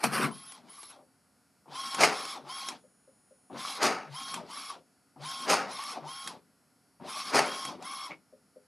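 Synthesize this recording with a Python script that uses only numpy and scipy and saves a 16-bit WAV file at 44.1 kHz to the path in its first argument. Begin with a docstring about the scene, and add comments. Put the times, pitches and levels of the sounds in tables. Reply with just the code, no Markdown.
"""Gears chatter and squeak as an open inkjet printer grabs a sheet, close up in a small room.
The print head then shuttles in short passes: coloured rubbing noise for the rail, sine partials and
fuzzy bands that follow the head speed for the whining belt drive. Between passes grainy noise and case
resonances make the feed gears jerk the paper on. Clacks, jolts and bumps are puffs of coloured noise.
At rest, steady sine whistles of the electronics and a faint hum lie over quiet room air."""
import sys
import numpy as np
from scipy import signal
from scipy.fft import rfft, irfft, next_fast_len
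from scipy.io import wavfile
from scipy.ndimage import uniform_filter1d, map_coordinates

SR = 44100
rng = np.random.default_rng(int(sys.argv[2]) if len(sys.argv) > 2 else 0)


def wrap_up_sound(samples):
    """Save the sound to the file named by the first command line argument, as 16-bit audio."""
    columns = np.atleast_2d(samples).T
    # keep every value between -1 and 1, then stretch to whole-number steps
    tamed = np.clip(columns, -1, 1)
    steps = np.round(tamed * 32767).astype(np.int16)
    wavfile.write(sys.argv[1], SR, steps)


N = 382347


def amp(db):
    """Decibels to gain."""
    return 10 ** (np.asarray(db) / 20)


def unit(x):
    """Scale to rms 1."""
    return x / np.sqrt(np.mean(x ** 2) + 1e-20)


def along(points, hz):
    """(Hz, value) points read on a log axis."""
    f, v = np.transpose(points)
    return np.interp(np.log(hz + 1), np.log(f + 1), v)


def clock():
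    """The time of every sample, in seconds."""
    return np.arange(N) / SR


def wobble(rate):
    """A smooth random curve, rate knots a second."""
    coarse = np.arange(0, N + 24, 24)
    knots = rng.standard_normal(int(N * rate / SR) + 4)
    curve = map_coordinates(knots, [coarse * rate / SR])
    return np.interp(np.arange(N), coarse, curve)


def narrow(phase, width_hz):
    """A fuzzy line about a running phase."""
    return wobble(2 * width_hz) * np.sin(phase) + wobble(2 * width_hz) * np.cos(phase)


def filtered(x, response):
    """x times a response of frequency."""
    m = next_fast_len(N + SR // 2)
    return irfft(rfft(x, m) * response(np.fft.rfftfreq(m, 1 / SR)), m)[..., :N]


def coloured(x, spectrum):
    """x through a smooth spectrum, at rms 1."""
    return unit(filtered(x, lambda hz: amp(along(spectrum, hz))))


def resonant(x, peaks):
    """x through resonances (f/Hz, width/Hz, level/dB) of alternating sign, at rms 1."""
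    def response(hz):
        total = 0
        for k, (centre, width, db) in enumerate(peaks):
            damping = 1j * hz * width
            total = total + (-1) ** k * amp(db) * damping / (centre ** 2 - hz ** 2 + damping)
        return total
    return unit(filtered(x, response))


def grains(rate, spread_db, hiss):
    """Tiny contacts of uneven size at random times, rate a second, over smooth rubbing."""
    sizes = amp(spread_db * np.clip(rng.standard_normal(N), -2, 2))
    hits = (rng.random(N) < rate / SR) * rng.choice([-1, 1], N) * sizes
    return unit(unit(hits) + hiss * rng.standard_normal(N))


def patchy(x, depth_db):
    """x with brief random resonant patches, as a moving part excites ever new spots of the case."""
    z = signal.stft(x, nperseg=512)[2]
    field = uniform_filter1d(rng.standard_normal(z.shape), size=4, axis=0)
    field = uniform_filter1d(field, size=4, axis=1)
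    return unit(signal.istft(z * amp(depth_db * unit(field)), nperseg=512)[1][:N])


def bursts(rows, spectrum, t60):
    """A fast-dying puff of coloured noise for each (t/s, level/dB) row."""
    t, envelope = clock(), np.zeros(N)
    for s, db in rows:
        first = int(s * SR)
        age = t[first:][:SR // 3] - s
        attack = np.clip(age * SR / 40, 0, 1)  # over 40 samples
        envelope[first:][:len(age)] += amp(db - 60 * age / t60) * attack
    return envelope * coloured(rng.standard_normal(N), spectrum)


def swell(centre, width):
    """A bell-shaped rise and fall about a moment."""
    return np.exp(-.5 * np.minimum(((clock() - centre) / width) ** 2, 100))


def stroke(start, rise_db_per_s, hold, fall_db_per_s):
    """Envelope that rises to 1 at start, holds, then dies away."""
    age = clock() - start
    rise = rise_db_per_s * np.maximum(-age, 0)
    fall = fall_db_per_s * np.maximum(age - hold, 0)
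    return amp(-np.minimum(rise + fall, 200))


def gate(start, length, edge=.02):
    """1 for a stretch of time, with soft edges."""
    age = clock() - start
    return np.clip(np.minimum(age, length - age) / edge + .5, 0, 1)


# whistles of the driver electronics: (f/Hz, level/dB at rest, level/dB while the motor holds the head)
WHISTLES = [(4100, -92.5, -95), (4600, -86, -95), (5220, -84.5, -85), (5600, -90.5, -90),
            (6336, -93.5, -90), (6860, -90, -81.5), (8000, -88.5, -86), (8670, -92, -103),
            (9240, -90.5, -81), (9740, -84.5, -74), (10363, -83, -83), (11000, -86, -81.5),
            (11600, -88.5, -90), (12091, -96, -100)]
# faint hum of the idle printer: (f/Hz, level/dB)
IDLE_HUM = [(269, -83), (732, -88), (1249, -92), (1389, -86.5), (1470, -89.5)]
# colour of the room air: (f/Hz, level/dB)
AIR_COLOUR = [(15, -77), (25, -46), (66, -4.5), (207, -3), (271, -2.5), (335, -12), (709, -14.5),
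              (1310, -17.5), (1420, -16.5), (3830, -29.5), (4500, -24.5), (6040, -28), (10600, -29),
              (15000, -41)]
HOLD_S, HOLD_LENGTH_S = 2.78, 0.8  # the motor holds the head at the far end


def idle(air_db=-68.5):
    """Thin steady whistles of the motor drivers and a faint hum, over the quiet air of the room."""
    t, held = clock(), gate(HOLD_S, HOLD_LENGTH_S)

    def tone(hz, db):
        level = np.sqrt(2) * amp(db + 1.5 * wobble(3))
        return level * np.sin(2 * np.pi * hz * t + .1 * wobble(150))

    whistle = sum(tone(hz, rest + (holding - rest) * held) for hz, rest, holding in WHISTLES)
    hum = sum(tone(hz, db) for hz, db in IDLE_HUM)
    shared_noise = rng.standard_normal(N)
    air = coloured(shared_noise + 0.37 * rng.standard_normal((2, N)), AIR_COLOUR)
    return whistle + hum + amp(air_db) * air


# soft nudges of the idle motor: (t/s, level/dB)
NUDGES = [(1.019, -53), (2.839, -47.5), (3.076, -49), (3.309, -48.5), (4.799, -55), (6.389, -73),
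          (8.326, -45), (8.56, -42.5)]
# frame modes that a nudge rings: (f/Hz, level/dB, t60/s)
NUDGE_MODES = [(252, -14, 0.13), (425, -8.5, 0.088), (528, 3.5, 0.066), (586, 2, 0.051), (1230, -13, 0.024)]


def nudges(attack=.012):
    """Each small twitch of the motor rings the frame softly, with slightly varied modes."""
    out, t = np.zeros(N + SR), np.arange(SR // 4) / SR
    for s, db in NUDGES:
        ring = 0
        for hz, level, t60 in NUDGE_MODES:
            decay = amp(level + rng.normal(0, 1) - 60 * t / t60)
            ring = ring + decay * np.sin(2 * np.pi * hz * rng.normal(1, 0.023) * t)
        out[int(s * SR):][:len(t)] += amp(db + 3.5) * ring * (1 - np.exp(-t / attack))
    return out[:N]


# sharp plastic clacks of head and gears: (t/s, level/dB, low knock level/dB relative to the clack)
CLACKS = [(0.0387, -10.5, 2.5), (0.5207, -31, -6), (0.83, -33.5, -4), (1.9453, -17.5, -15),
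          (2.035, -10, 6.5), (2.2518, -23, -6), (2.686, -17.5, -18), (3.828, -16, -9), (4.341, -18, -23),
          (5.493, -22, -3.5), (5.837, -27, -17), (6.2741, -19.5, -19), (7.3452, -23, 1.5),
          (7.39, -17.5, 7.5), (7.6511, -21, -0.5), (7.824, -32.5, 8.5)]
# colour of a clack: (f/Hz, level/dB)
CLACK_COLOUR = [(180, -37), (300, -11.5), (587, -19), (1150, -3.5), (1620, -9), (5530, -11), (10600, -13.5),
                (13600, -40.5), (15000, -82)]
# the belt takes up its slack as the head starts, turns or stops: (t/s, level/dB)
JOLTS = [(0.989, -44.5), (1.658, -47), (1.681, -45), (2.719, -45), (3.499, -35.5), (4.447, -41),
         (4.497, -43), (4.759, -40), (5.161, -41), (5.969, -30.5), (6.351, -42), (6.999, -37.5),
         (8.102, -33)]
# colour of a jolt, also of the knock under a clack: (f/Hz, level/dB)
JOLT_COLOUR = [(70, -29), (150, -5), (260, 3.5), (450, -4), (780, 6.5), (1250, -5.5), (1650, -23.5),
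               (2400, -25), (3200, -33.5), (6000, -49), (12000, -75)]
# the returning head bumps on its rail: (t/s, level/dB)
BUMPS = [(0.7816, -43), (3.6498, -31), (4.571, -35), (4.7014, -36.5), (5.7894, -31), (7.1661, -29),
         (7.9344, -36.5)]
# colour of a bump: (f/Hz, level/dB)
BUMP_COLOUR = [(150, -23), (700, -18.5), (1000, -12), (1130, 11), (1300, -13), (1700, -23.5), (3300, -30),
               (6000, -27.5), (12000, -60)]
# the head rattles briefly as it comes to a stop: (t/s, level/dB)
STOPS = [(2.715, -47.5), (8.118, -42)]
# colour of the stopping rattle: (f/Hz, level/dB)
STOP_COLOUR = [(88, -35), (150, -3), (287, 9), (682, -20), (935, -30), (1090, 3), (1540, -12), (2220, 3.5),
               (3910, -22), (5370, -25), (8000, -69), (10400, -80), (17600, -120)]
# colour of the gear snap: (f/Hz, level/dB)
SNAP_COLOUR = [(900, -34.5), (1700, -12.5), (2100, 2), (2450, -1), (3000, -23.5), (6000, -35.5)]
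SNAP_S, SNAP_DB, SNAP_T60_S = 2.034, -16.5, 0.072  # one hard snap of the feed gears rings the case


def knocks():
    """Bright clacks with a dull knock beneath, jolts of the belt, bumps on the rail and rattling stops."""
    clacks = bursts([(s, db) for s, db, low in CLACKS], CLACK_COLOUR, t60=0.035)
    thuds = bursts([(s, db + low) for s, db, low in CLACKS], JOLT_COLOUR, t60=0.077)
    jolts = bursts(JOLTS, JOLT_COLOUR, t60=0.14)
    bumps = bursts(BUMPS, BUMP_COLOUR, t60=0.091)
    snap = bursts([(SNAP_S, SNAP_DB)], SNAP_COLOUR, t60=SNAP_T60_S)
    rattle = coloured(grains(rate=460, spread_db=4, hiss=0.91), STOP_COLOUR)
    stops = sum(amp(db) * swell(s, 0.013) for s, db in STOPS) * rattle
    strikes = amp(-10) * clacks + amp(-17) * thuds
    return snap + strikes + amp(-9.5) * jolts + amp(-2.0) * bumps + stops


# tugs of the pick roller: (t/s, rise/dB per s, hold/s, gear clatter level/dB, paper scrape level/dB,
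# squeak f/Hz at the start, squeak f/Hz at the end)
TUGS = [(.005, 2002, 0.015, -46.5, -49.5, 900, 850), (0.038, 2197.5, 0.01, -24, -27.5, 1230, 1180),
        (0.137, 699.5, 0.021, -29, -32.5, 1230, 1460), (0.182, 998, .028, -30, -37, 1193, 1114),
        (0.226, 1001, 0.024, -26.5, -34.5, 1464, 1063)]
# colour of the pick gears: (f/Hz, level/dB)
PICK_BODY = [(150, -28.5), (280, 2), (430, -1.5), (520, -6.5), (780, -1.5), (900, -4), (1160, 2.5),
             (1450, -1), (1900, -7.5), (2700, -14.5), (3600, -18), (6000, -40)]
# colour of the dragged sheet: (f/Hz, level/dB)
PICK_SCRAPE = [(1470, -18), (2500, 2), (3780, -21), (4130, -4), (5060, -3), (7360, -16), (9280, -2),
               (12300, -13.5), (15000, -29)]
# low resonances of the frame: (f/Hz, width/Hz, level/dB)
FRAME = [(146.3, 28, -7), (221.3, 74, 0.5)]
# the pick gears thump the frame: (t/s, level/dB)
THUMPS = [(.05, -31.5), (.205, -35.5), (.25, -28)]
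THUMP_WIDTH_S = .007
PICK_FALL_DB_PER_S, PICK_SCRAPE_FALL_DB_PER_S = 409, 565.5  # shared by all tugs
# the frame drones while the pick gears turn
DRONE_S, DRONE_LENGTH_S, DRONE_DB = .04, .258, -38
DRONE_RISE_DB_PER_S, DRONE_FALL_DB_PER_S = 2000, 600


def pick_up(clatter_db=-3, squeak_db=-6, scrape_db=-3.5, squeak_width_hz=110):
    """In a few tugs the pick roller's gears chatter and squeak, shake the frame and drag the sheet in."""
    t = clock()
    clatter, scrape, squeak = np.zeros((3, N))
    for s, rise, hold, gear_db, paper_db, from_hz, to_hz in TUGS:
        tug = amp(gear_db) * stroke(s, rise, hold, PICK_FALL_DB_PER_S)
        clatter += tug
        scrape += amp(paper_db) * stroke(s, rise, hold, PICK_SCRAPE_FALL_DB_PER_S)
        squeak_hz = np.interp(t, [s, s + hold], [from_hz, to_hz])
        squeak += tug * narrow(2 * np.pi * np.cumsum(squeak_hz) / SR, squeak_width_hz)
    drone = amp(DRONE_DB) * stroke(DRONE_S, DRONE_RISE_DB_PER_S, DRONE_LENGTH_S, DRONE_FALL_DB_PER_S)
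    drone = drone + sum(amp(db) * swell(s, THUMP_WIDTH_S) for s, db in THUMPS)
    frame = sum(amp(db + 2.5 * wobble(60)) * np.sin(2 * np.pi * hz * t + wobble(width))
                for hz, width, db in FRAME)
    teeth = patchy(grains(rate=2400, spread_db=2, hiss=.6), depth_db=3)
    gears = amp(clatter_db) * clatter * coloured(teeth, PICK_BODY) + amp(squeak_db) * squeak
    return gears + drone * frame + amp(scrape_db) * scrape * coloured(teeth, PICK_SCRAPE)


# paper advances, all with the same motion: (t/s at full speed, gear clatter level/dB, paper level/dB)
FEEDS = [(2.012, -20.5, -23.5), (3.832, -21.5, -27), (5.501, -22, -25.5), (7.351, -20.5, -26)]
# colour of the feed gears: (f/Hz, level/dB)
GEAR_BODY = [(50, -28), (100, -22), (150, -9.5), (220, -3.5), (330, -3.5), (450, -4.5), (780, 1.5),
             (1000, -1.5), (1300, -0.5), (1700, -5), (2400, -7.5), (2900, -17), (3400, -35), (6000, -68)]
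# ringing modes of the plastic case: (f/Hz, level/dB)
CASE_MODES = [(218, -7), (434, 5.5), (538, -2), (577, -2.5), (631, 2.5), (675, -2.5), (787, 7.5), (890, -4),
              (1025, -7), (1141, 2), (1185, -8.5), (1269, 6.5), (1362, -4.5), (1438, 1), (1732, -1.5),
              (1929, -15), (2341, -5), (2710, -6.5)]
# colour of the paper's scrape: (f/Hz, level/dB)
SCRAPE_COLOUR = [(1500, -47.5), (2700, -0.5), (3100, -3.5), (3800, -1), (5000, 5), (6000, -2.5), (6800, -2),
                 (7600, -31.5), (10000, -53)]
# colour of the paper's hiss: (f/Hz, level/dB)
HISS_COLOUR = [(5000, -35), (7200, -5.5), (9000, 1), (10600, -4.5), (12000, -11), (13200, -21),
               (15000, -33.5)]
FEED_RISE_DB_PER_S, FEED_HOLD_S, FEED_BRAKE_DB_PER_S = 560.5, .042, 452  # the roller jerks and brakes
CREEP_DB, CREEP_FALL_DB_PER_S, CREEP_S = 1, 115.5, .255  # then creeps ever slower to its mark and stops
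SCRAPE_POWER, HISS_POWER = 1.39, 1.8  # paper noise grows with these powers of the roller speed


def roller_speed(start):
    """Relative feed roller speed: a quick jerk, then a slowing creep until it stops."""
    jerk = stroke(start, FEED_RISE_DB_PER_S, FEED_HOLD_S, FEED_BRAKE_DB_PER_S)
    creep = amp(CREEP_DB) * stroke(start, FEED_RISE_DB_PER_S, 0, CREEP_FALL_DB_PER_S)
    stop = stroke(start, 0, CREEP_S, FEED_BRAKE_DB_PER_S)
    return np.maximum(jerk, creep * stop)


def feed(mode_width_hz=14, scrape_db=-4, hiss_db=-11):
    """Gear teeth rattle the case as the roller turns; as it slows the paper's hiss dies first, clatter last."""
    clatter, scrape, hiss = np.zeros((3, N))
    for s, gear_db, paper_db in FEEDS:
        speed = roller_speed(s)
        clatter += amp(gear_db) * speed
        scrape += amp(paper_db) * speed ** SCRAPE_POWER
        hiss += amp(paper_db) * speed ** HISS_POWER
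    teeth = patchy(grains(rate=2600, spread_db=3.5, hiss=.7), depth_db=2)
    modes = [(hz, mode_width_hz, db) for hz, db in CASE_MODES]
    case = resonant(grains(rate=1400, spread_db=1.5, hiss=.6), modes)
    case = coloured(case, [(100, -19.0), (200, 5), (2800, 0), (4000, -30.5)])
    gears = clatter * (amp(-3.0) * coloured(teeth, GEAR_BODY) + amp(-8.0) * case)
    paper = amp(scrape_db) * scrape * coloured(teeth, SCRAPE_COLOUR)
    return gears + paper + amp(hiss_db) * hiss * coloured(teeth, HISS_COLOUR)


# head passes: (start t/s, braking t/s, direction +1 out / -1 back, sliding level/dB, whine level/dB,
# starting rattle level/dB, braking rattle level/dB)
PASSES = [(0.226, 0.552, 1, -54.5, -57, -47, -61), (0.61, 0.913, -1, -54.5, -62, -61, -57),
          (1.662, 1.983, 1, -41, -40.5, -51.5, -45), (2.036, 2.339, -1, -42, -43.5, -49, -45),
          (2.405, 2.698, 1, -45, -42, -50.5, -54), (3.501, 3.775, -1, -40.5, -44.5, -45.5, -45),
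          (4.059, 4.359, 1, -43, -43, -63, -44.5), (4.42, 4.704, -1, -44.5, -47.5, -62, -53.5),
          (5.162, 5.455, 1, -40.5, -42, -53.5, -45), (5.627, 5.929, -1, -42, -45.5, -47.5, -44.5),
          (5.991, 6.296, 1, -46.5, -44.5, -48.5, -49), (7.002, 7.304, -1, -40.5, -44.5, -48, -50.5),
          (7.37, 7.686, 1, -41, -41.5, -44, -45), (7.76, 8.065, -1, -45, -43.5, -52, -59.5)]
MESH_HZ = 1080.7  # belt teeth meeting the pulley at full speed


def travel(start, brake, run_up=.093, run_down=.125, knee=9):
    """Head speed 0-1: an even push that eases into cruising, then even braking."""
    t = clock()
    push = np.clip((t - start) / run_up, 0, 4)
    cruise = push / (1 + push ** knee) ** (1 / knee)
    return cruise * np.clip(1 - (t - brake) / run_down, 0, 1)


# rough orders of the straining motor: (multiple of the tooth rate, level/dB)
GROWL = [(.45, -4.5), (.8, -5), (1.05, 3.5), (1.4, -4)]
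# colour of the rattling head: (f/Hz, level/dB)
CHATTER_COLOUR = [(80, -34.5), (150, -10), (260, -0.5), (430, -10), (620, 0.5), (850, 1.5), (1100, 2.5),
                  (1600, -12), (2600, -18.5), (6000, -34.5), (12000, -58)]
# the frame hums as the head pushes off from the near end: (t/s, level/dB)
HUMS = [(1.73, -58), (2.47, -57), (4.12, -45), (5.23, -45.5), (6.05, -48.5)]


def reversals(far_db=-4, growl_db=-6, chatter_db=-4.0, growl_width_hz=55, strain_s=0.033, rock_s=0.047):
    """Pushing off and braking make the motor growl at a gliding pitch, rattle the head and rock the frame."""
    t = clock()
    speed, strain, far = np.zeros((3, N))
    for start, brake, direction, _, _, start_db, brake_db in PASSES:
        speed = np.maximum(speed, travel(start, brake))
        under_way = np.clip((t - start) / .015, 0, 1)
        strain += under_way * amp(start_db) * swell(start + 0.067, strain_s)
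        strain += amp(brake_db) * swell(brake + 0.029, strain_s)
        # the frame rocks at the far end: braking on the way out, pushing off on the way back
        if direction > 0:
            far += amp(brake_db) * swell(brake + 0.025, .05)
        else:
            far += under_way * amp(start_db + 4) * swell(start + 0.026, rock_s)
    phase = 2 * np.pi * np.cumsum(MESH_HZ * np.maximum(speed, .3)) / SR
    growl = sum(amp(db) * narrow(k * phase, growl_width_hz) for k, db in GROWL)
    chatter = coloured(grains(rate=400, spread_db=3.0, hiss=0.55), CHATTER_COLOUR) * amp(2 * wobble(50))
    hum = np.sin(2 * np.pi * FRAME[0][0] * t + .6 * wobble(40))
    hum = hum * sum(amp(db) * swell(s, .03) for s, db in HUMS)
    rumble = resonant(grains(rate=250, spread_db=4.5, hiss=.5), FRAME[1:])
    rumble = coloured(rumble, [(1500, 0), (4000, -5), (9000, -25)])
    return strain * (amp(growl_db) * growl + amp(chatter_db) * chatter) + hum + amp(far_db) * far * rumble


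# partials of the drive: (multiple of the tooth rate, level/dB going out, level/dB coming back)
WHINE = [(1, 1.5, -1), (1.998, -21, -10), (2.12, -23, -21), (3, -4, -12), (3.08, -15.5, -11),
         (4, -21.5, -14.5), (4.38, -15.5, -19.5), (5, -9, -9)]
# motor ripple, fuzzy bands that glide with the speed:
# (multiple of the tooth rate, level/dB going out, level/dB coming back)
RIPPLE = [(.74, -14, -14.5), (.96, -16, -10), (1.08, -21.5, -1.5), (1.19, -11.5, -9.5), (1.32, -11.5, -20),
          (2.08, -16.5, -9.5), (3.06, -12.5, -15.5), (4.998, -11, -4.5)]
# colour of the head sliding on its rail: (f/Hz, level/dB)
SLIDE_COLOUR = [(60, -49), (130, -23.5), (235, -4.5), (450, -19.5), (800, -5), (1150, -3.5), (1400, -4.5),
                (1750, -10), (2250, -7), (2800, -9.5), (3400, -4.5), (5300, -5.5), (7300, -15),
                (10500, -15), (12500, -25.5), (15000, -52.5)]


def carriage(flutter=.002, back_flutter=.0012, ripple_hz=50, slide_db=-2, squeal_db=-50.5):
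    """The head slides on its rail; belt and motor sing at pitches that follow its speed."""
    t = clock()
    speed, slide, whine, drive, back = np.zeros((5, N))
    for start, brake, direction, rail_db, whine_db, *_ in PASSES:
        v = travel(start, brake)
        back[v > speed] = direction < 0
        speed = np.maximum(speed, v)
        slide += amp(rail_db) * v ** 2
        whine += amp(whine_db) * v ** 2
        # overtones need a fast belt under pull
        drive += np.clip((v - .84) / 0.095, 0, 1) * np.clip(1 - (t - brake) / .014, 0, 1)
    hunting = 1 + (flutter + back_flutter * back) * wobble(45)  # the servo hunts about its set speed
    phase = 2 * np.pi * np.cumsum(MESH_HZ * speed * hunting) / SR

    def shimmer():
        return amp(1.8 * wobble(35) + 2 * wobble(170))

    def strength(k, out_db, home_db):
        return (drive if k >= 2 else 1) * amp(out_db + (home_db - out_db) * back)

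    tones = sum(strength(*row) * shimmer() * np.sin(row[0] * phase) for row in WHINE)
    fuzz = sum(strength(*row) * narrow(row[0] * phase, ripple_hz) for row in RIPPLE)
    song = whine * (speed ** 4 * tones + amp(-3.0) * fuzz)
    # the tenth partial is as loud on every pass
    squeal = np.sin(10 * phase) + 0.24 * narrow(10 * phase, 150)
    squeal = drive * amp(squeal_db) * shimmer() * squeal
    contacts = patchy(grains(rate=3000, spread_db=3, hiss=1), depth_db=3)
    rail = coloured(contacts, SLIDE_COLOUR)
    dull = filtered(rail, lambda hz: 1 / (1 + (hz / 4500) ** 4))
    rail = dull + (rail - dull) * speed ** 2  # slow sliding is duller
    return song + squeal + slide * rail * amp(slide_db + 1.4 * wobble(30))


# decay of the room: (f/Hz, t60/s)
ROOM_DECAY = [(150, 0.48), (1000, 0.11), (5000, 0.2), (12000, 0.13)]


def room(x):
    """The walls' answer, each frequency dying at its own speed."""
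    hz, t, z = signal.stft(rng.standard_normal(SR // 2), SR, nperseg=256)
    decay = amp(-60 * t / along(ROOM_DECAY, hz)[:, None])
    tail = signal.istft(z * decay, SR, nperseg=256)[1]
    delayed = np.pad(tail, (200, 0))  # samples
    return signal.fftconvolve(x, delayed / np.linalg.norm(tail))[:N]


# the left side is louder in the bass: (f/Hz, left minus right level/dB)
LEAN = [(30, 0), (80, 7), (170, 6.3), (350, 2.4), (700, 2.6), (1300, 1.4), (2500, -.4), (5000, 0),
        (11000, .3)]
# spread of the room sound: (f/Hz, relative side level/dB)
WIDTH = [(60, -5.5), (150, -19.5), (400, -21.5), (1000, -21.5), (3000, -30.5), (6000, -26.5), (9000, -17.5),
         (13000, -20.5)]


def scene():
    """The printer is almost mono; its low notes lean left and spread in the room."""
    printer = nudges() + knocks() + pick_up() + reversals() + feed() + carriage()
    mid = printer + amp(-11.5) * room(printer)
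    side = filtered(room(printer), lambda hz: amp(along(WIDTH, hz) - 2.0))
    pair = np.array([mid + side, mid - side])
    pair = filtered(pair, lambda hz: amp(np.outer([.5, -.5], along(LEAN, hz))))
    return pair + idle()


TOP_HZ = 15000  # band limit


def record(dry, bass_hz=95):
    """The small microphone loses the deep bass; nothing is kept above the band limit."""
    return filtered(dry, lambda hz: (hz < TOP_HZ) * hz ** 2 / (hz ** 2 + bass_hz ** 2))


dry = scene()
out = record(dry)
wrap_up_sound(out)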